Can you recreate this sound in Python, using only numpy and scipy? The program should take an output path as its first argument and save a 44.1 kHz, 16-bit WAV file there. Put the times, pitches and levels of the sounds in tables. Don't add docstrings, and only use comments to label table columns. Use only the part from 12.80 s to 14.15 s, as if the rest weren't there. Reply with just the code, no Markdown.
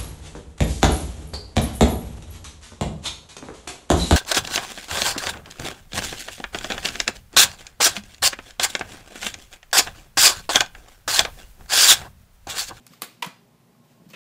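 import sys
import numpy as np
from scipy import signal
from scipy.fft import rfft, irfft
from scipy.io import wavfile
from scipy.ndimage import map_coordinates

SR = 44100
rng = np.random.default_rng(int(sys.argv[2]) if len(sys.argv) > 2 else 0)


def log_audio(samples):
    frames = np.atleast_2d(samples).T
    limited = np.clip(frames, -1, 1)
    pcm = np.round(limited * 32767).astype(np.int16)
    wavfile.write(sys.argv[1], SR, pcm)


def how_loud(loudness_db):
    steps = np.asarray(loudness_db, float) / 20
    return 10 ** steps


N = 59535


def colour(x, table):
    hz = np.fft.rfftfreq(len(x), 1 / SR) + 1
    table_hz, table_db = np.transpose(table)
    gain = how_loud(np.interp(np.log(hz), np.log(table_hz), table_db))
    cepstrum = irfft(np.log(gain), len(x))
    cepstrum = cepstrum * (np.arange(len(x)) < len(x) // 2) * 2
    y = irfft(rfft(x) * np.exp(rfft(cepstrum)), len(x))
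    return y / y.std()


def walk(rate):
    steps = rng.standard_normal(200)
    where = np.arange(N) * min(rate, 100) / SR + 2
    w = map_coordinates(steps, [where], order=3)
    return w / w.std()


def ring(x, modes):
    t = np.arange(8000) / SR
    body = np.zeros(len(t))
    for k, (hz, db, t60) in enumerate(modes):
        body += (-1) ** k * how_loud(db) * np.sin(2 * np.pi * hz * t) * 1000. ** (-t / t60)
    return signal.fftconvolve(x, body)[:len(x)]


def struck(x, modes, dbs):
    return ring(x, [(hz, db, t60) for (hz, t60), db in zip(modes, dbs)])


def add(track, s, piece):
    i = int(s * SR)
    track[i:i + len(piece)] += piece[:N - i]


def high(x, hz):
    return signal.sosfilt(signal.butter(3, hz, "high", fs=SR, output="sos"), x)


def chatter(length_s, rise_s):
    t = np.arange(3000) / SR
    x, size = rng.standard_normal((2, 3000))
    swell = np.minimum(t / rise_s, 1) ** 2
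    fade = np.exp(-np.maximum(t - rise_s, 0) / length_s * 2)
    shape = how_loud(2.5 * size) * swell * fade
    for _ in range(2):
        spectrum = rfft(np.sign(x) * shape)
        x = irfft(spectrum / np.abs(spectrum))
    x = x * np.clip(shape / shape.std() * 2, 0, 1)
    return x / np.sqrt(np.sum(x ** 2))


# multiple of the base note, level in dB.
HUM_TONES = [(1, -80.5), (2, -72.5), (3, -72.5), (4, -68), (5, -86), (6, -81.5), (7, -73.5), (10, -98),
             (11, -82.5), (14, -79), (18, -78.5)]


def hum():
    base_hz = 59.26 * (1 + 0.00912 * walk(15.42))
    phase = 2 * np.pi * np.cumsum(base_hz) / SR
    out = np.zeros(N)
    for multiple, db in HUM_TONES:
        level = np.sqrt(2) * how_loud(db + 4.5 * walk(20))
        out += level * np.sin(round(multiple) * phase + 6 * rng.random())
    return out


# pitch in Hz, level in dB per Hz.
AIR_COLOUR = [(30, -29), (85, -29), (125, 0), (230, -9), (1000, -18), (1300, -23), (9500, -33),
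              (15000, -32)]


def air():
    x = colour(rng.standard_normal(N), AIR_COLOUR)
    rumble = signal.sosfilt(signal.butter(2, 1100, fs=SR, output="sos"), x)
    hiss = x - rumble
    flicker_db = 1.5 * walk(25.2)
    return how_loud(-59.5) * (hiss + rumble * how_loud(flicker_db))


# time in seconds, level in dB.
SCRAPE_LEVEL = [(0, -70), (.06, -66.5), (.075, -66.5), (0.138, -53), (.19, -64), (.214, -62.5),
                (0.228, -38), (.3, -59), (.4, -67), (.6, -77), (1.0, -95), (1.05, -71), (1.12, -65),
                (1.2, -74), (1.278, -67.5), (1.3, -58.5), (1.35, -59)]
# pitch in Hz, level in dB.
SCRAPE_TONE = [(200, -27.5), (600, 2), (1200, 0), (2500, 4.5), (5000, -0.5), (8000, -2.5), (10000, -10.5),
               (15000, -3)]


def scrape():
    noise = rng.standard_normal(N)
    grit_db = 1.6 * rng.exponential(size=N)
    grit = colour(noise * how_loud(grit_db), SCRAPE_TONE)
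    times, levels = np.transpose(SCRAPE_LEVEL)
    patchy_db = 1.5 * walk(43.56)
    return grit * how_loud(np.interp(np.arange(N) / SR, times, levels) + patchy_db)


# middle of the band in Hz, time to fade by 60 dB in seconds, level in dB.
ROOM_BANDS = [(248, 0.28, 7.5), (430, 0.32, -2), (1020, 0.33, -12.5), (2000, 0.34, -9), (4000, 0.4, -10.5),
              (7650, 0.27, -10), (14400, 0.29, -15)]


def room(x):
    gap_s = 0.0017
    t = np.arange(16000) / SR
    tail = np.zeros(len(t))
    for hz, t60, db in ROOM_BANDS:
        band = signal.butter(2, [hz * 0.72, min(hz * 1.32, 20000)], "band", fs=SR, output="sos")
        noise = signal.sosfilt(band, rng.standard_normal(len(t)))
        tail += how_loud(db) * noise * 1000. ** (-t / t60)
    return signal.fftconvolve(x, 0.033 * tail * np.clip(t / gap_s, 0, 1) ** 2)[:N]


# start in seconds, level in dB, pitch in Hz,
# time to fade by 60 dB in seconds.
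WALL_THUDS = [(.002, -50.5, 234.5, 0.088), (0.1019, -43.5, 165.4, 0.092), (0.106, -54, 168, 0.064),
              (.115, -52.5, 233, 0.085), (0.1189, -53, 523, 0.048), (0.2221, -39, 213, 0.056),
              (0.237, -53, 247, 0.11), (0.4557, -46, 172, 0.061), (0.4607, -37.5, 175.8, 0.039),
              (0.467, -31.5, 178, 0.045), (0.526, -67, 190, .06), (0.618, -57, 231.4, 0.2),
              (0.701, -55, 132, 0.14), (0.796, -51.5, 127, 0.072), (0.927, -61.5, 184.3, 0.32),
              (0.994, -51, 133, 0.065), (1.198, -48, 182, 0.063), (1.217, -49, 223, 0.034),
              (1.261, -42.5, 193, 0.072), (1.284, -46.5, 162.4, 0.13), (1.307, -48, 207, 0.11)]


def thuds():
    out = np.zeros(N)
    for s, db, hz, t60 in WALL_THUDS:
        push = np.hanning(int(0.69 / hz * SR))
        push = np.pad(push / push.sum(), (0, 6000))
        panel = ring(push, [(hz, 0, t60), (1.6 * hz, -6, 0.71 * t60)])
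        add(out, s, how_loud(db) * 2 * panel)
    return out


# pitch in Hz, time to fade by 60 dB in seconds.
PLATE_TONES = [(420, .015), (640, .012), (850, .012), (1020, .012), (1180, .014), (1280, .02), (2124, .014)]
PLATE_LEVELS = [-24, -17, -9, -12, 3, -11, -9]


def ring_plate(x):
    return struck(x, PLATE_TONES, PLATE_LEVELS)


# start in seconds, level in dB, chatter length in seconds.
PLATE_NUDGES = [
    (0.065, -47.5, 0.0051),
    (0.134, -41, 0.0039),
    (0.949, -53, 0.0053),
    (1.3013, -49, 0.0016),
]


def nudges():
    out = np.zeros(N)
    for s, db, length in PLATE_NUDGES:
        add(out, s, how_loud(db) * 0.84 * ring_plate(chatter(length, 0.00099)))
    return out


# pitch in Hz, time to fade by 60 dB in seconds.
PRONG_TONES = [(2590, .04), (3483, .012), (4600, .009), (7200, .005), (9889, .008), (10600, .005),
               (12000, .003), (14300, .003)]
PRONG_LEVELS = [-3, -8, -1, -12, -14, -8, 4, -4]


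def ring_prongs(x):
    return struck(x, PRONG_TONES, PRONG_LEVELS)


def metal_touches(events, rise_s):
    out = np.zeros(N)
    for s, db, length, low_hz, high_hz in events:
        x = chatter(length, rise_s)
        band = signal.butter(2, [low_hz, min(high_hz, 16000)], "band", fs=SR, output="sos")
        add(out, s, how_loud(db) * signal.sosfilt(band, 6 * x + how_loud(-18.5) * ring_prongs(x)))
    return out


# start in seconds, level in dB, chatter length in seconds,
# lowest pitch in Hz, highest pitch in Hz.
PRONG_TICKS = [
    (.0657, -40, 0.00033, 4000, 15000),
    (.0663, -34.5, 0.0031, 4000, 14200),
    (.067, -37, 0.0059, 990, 3480),
    (.129, -53, 0.0025, 4000, 15000),
    (0.1365, -49, 0.0027, 4000, 15000),
    (0.214, -45, 0.0087, 2000, 15000),
    (.4617, -30, 0.0022, 9500, 14900),
]


def ticks():
    return metal_touches(PRONG_TICKS, .0003)


# start in seconds, level in dB, chatter length in seconds,
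# lowest pitch in Hz, highest pitch in Hz.
PRONG_GRAZES = [(.0745, -38.5, 0.0038, 4000, 8300), (.091, -36, 0.0045, 4640, 5150),
                (.133, -35, 0.0033, 4550, 5140), (1.2885, -46, 0.0098, 11000, 15000),
                (1.2885, -44, .008, 4000, 6500), (1.298, -39.5, 0.015, 11100, 15100),
                (1.3005, -38, 0.0046, 4470, 6700), (1.303, -36, 0.0055, 2370, 2920),
                (1.31, -43, .005, 2350, 2900), (1.306, -36.5, 0.0039, 4160, 5240),
                (1.314, -45, 0.0045, 4450, 5100), (1.332, -39, 0.007, 4000, 8000),
                (1.342, -33, 0.0087, 3500, 5500)]


def grazes():
    return metal_touches(PRONG_GRAZES, .0025)


# start in seconds, level in dB,
# chatter length in seconds, plate ring in dB.
PRONG_SNAPS = [
    (.2198, -17, .0003, 7),
    (.2209, -23, .0005, -6),
    (.2219, -25, .0003, -12),
    (.2224, -27, .0015, -8),
    (.2241, -30, .0005, -4),
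    (.2245, -30, .005, -8),
    (.229, -30, .003, -2),
    (.2325, -32, .005, -6),
    (.238, -33, .008, -8),
    (.2425, -32, .008, -8),
]
# pitch in Hz, level in dB.
SNAP_TONE = [(500, -19), (1200, -3), (1700, 0), (4600, 0), (5500, -5.5), (7000, -3.5), (12000, 0.5),
             (15000, 0)]


def snaps():
    out = np.zeros(N)
    for s, db, length, plate_db in PRONG_SNAPS:
        x = chatter(length, length * .5)
        crack = 0.052 * how_loud(6) * colour(x, SNAP_TONE)
        prongs = 0.2 * ring_prongs(x)
        plate = 0.25 * how_loud(plate_db) * ring_plate(x)
        add(out, s, how_loud(db) * (crack + prongs + plate))
    return out


# pitch in Hz, level in dB.
CLACK_TONE = [(300, -13.5), (700, -0.5), (1050, 6.5), (1600, 0), (3000, -3.5), (5000, -7.5), (9000, -14),
              (15000, -18)]
# pitch in Hz, time to fade by 60 dB in seconds.
BODY_TONES = [(380, .02), (527, .03), (700, .015), (935, .024), (1021, .02), (1307, .02), (1500, .012),
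              (1930, .011), (2120, .014), (2310, .012), (2622, .014), (3004, .02), (3350, .013),
              (3750, .008)]


def body_hits(events, dbs):
    out = np.zeros((2, N))
    low = np.array(BODY_TONES)[:, 0] < 1400
    for s, db, length, low_db, crack_db in events:
        x = chatter(length, length * .5)
        add(out[0], s, how_loud(db + crack_db) * 0.071 * colour(x, CLACK_TONE))
        add(out[1], s, how_loud(db) * 0.38 * struck(x, BODY_TONES, dbs + low_db * low))
    return out


# start in seconds, level in dB, chatter length in seconds,
# low tones in dB, crack in dB.
PLUG_CLACKS = [(.4222, -33.5, 0.0021, -18, 11), (.4234, -19, 0.00083, -13, -6.5),
               (.4245, -19.5, .0008, -9, -1.5), (.4255, -22, 0.001, 6.5, 1.5),
               (.4264, -21, 0.0018, 3.5, 2.5), (.4284, -25.5, 0.00075, -2, 3.5),
               (.4308, -26, 0.0019, -18, 5), (.433, -39, 0.0076, -14, 13.5), (.4368, -37.5, 0.0019, 11, 5),
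               (.4398, -28, 0.004, 7, -5), (.442, -31, 0.011, 0, 12), (.452, -37, 0.027, 2, 12.5)]
CLACK_LEVELS = [-13, -22, -35, 0.5, 2.5, -16, -20, -0.5, 2, 7.5, 6, 4, 3, 3.5]


def clacks():
    return body_hits(PLUG_CLACKS, CLACK_LEVELS)


# start in seconds, level in dB, chatter length in seconds,
# low tones in dB, crack in dB.
PLUG_KNOCKS = [
    (1.3045, -52.5, 0.0025, 7, -8),
    (1.311, -56, 0.0019, -1, 9),
    (1.323, -66, .003, -9, -8),
    (1.3325, -41, 0.0018, 2, -2),
    (1.3347, -41, 0.00044, 2.5, -1),
    (1.3368, -42, 0.00046, 6.5, 5),
    (1.339, -38, 0.00042, 0, -11),
    (1.341, -38.5, 0.00048, -0.5, -13),
    (1.3435, -41.5, 0.0012, 2, 1),
    (1.3462, -37.5, 0.0031, -7, -10),
]
KNOCK_LEVELS = [0, -0.5, -3.5, -8, -1, -2.5, -2.5, 7, 3, 8, 7.5, 2.5, -3, 3.5]


def knocks():
    return body_hits(PLUG_KNOCKS, KNOCK_LEVELS)


def scene():
    hand_low_hz, bass_cut_hz = 250, 104
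    metal = high(ticks() + grazes() + snaps() + nudges() + scrape(), hand_low_hz)
    crack, body = high(clacks() + knocks(), hand_low_hz)
    tail = room(metal + how_loud(3.5) * crack + how_loud(-8.5) * body)
    wall = high(thuds(), bass_cut_hz)
    return (metal + crack + body + tail + wall + hum() + air())[None]


def band_limit(x):
    return signal.sosfilt(signal.butter(12, 16550, fs=SR, output="sos"), x)


def record(dry):
    top_cut = signal.ellip(10, .5, 36, 15200, fs=SR, output="sos")
    mix = signal.sosfilt(top_cut, dry)
    return band_limit(mix)


dry = scene()
out = record(dry)
log_audio(out)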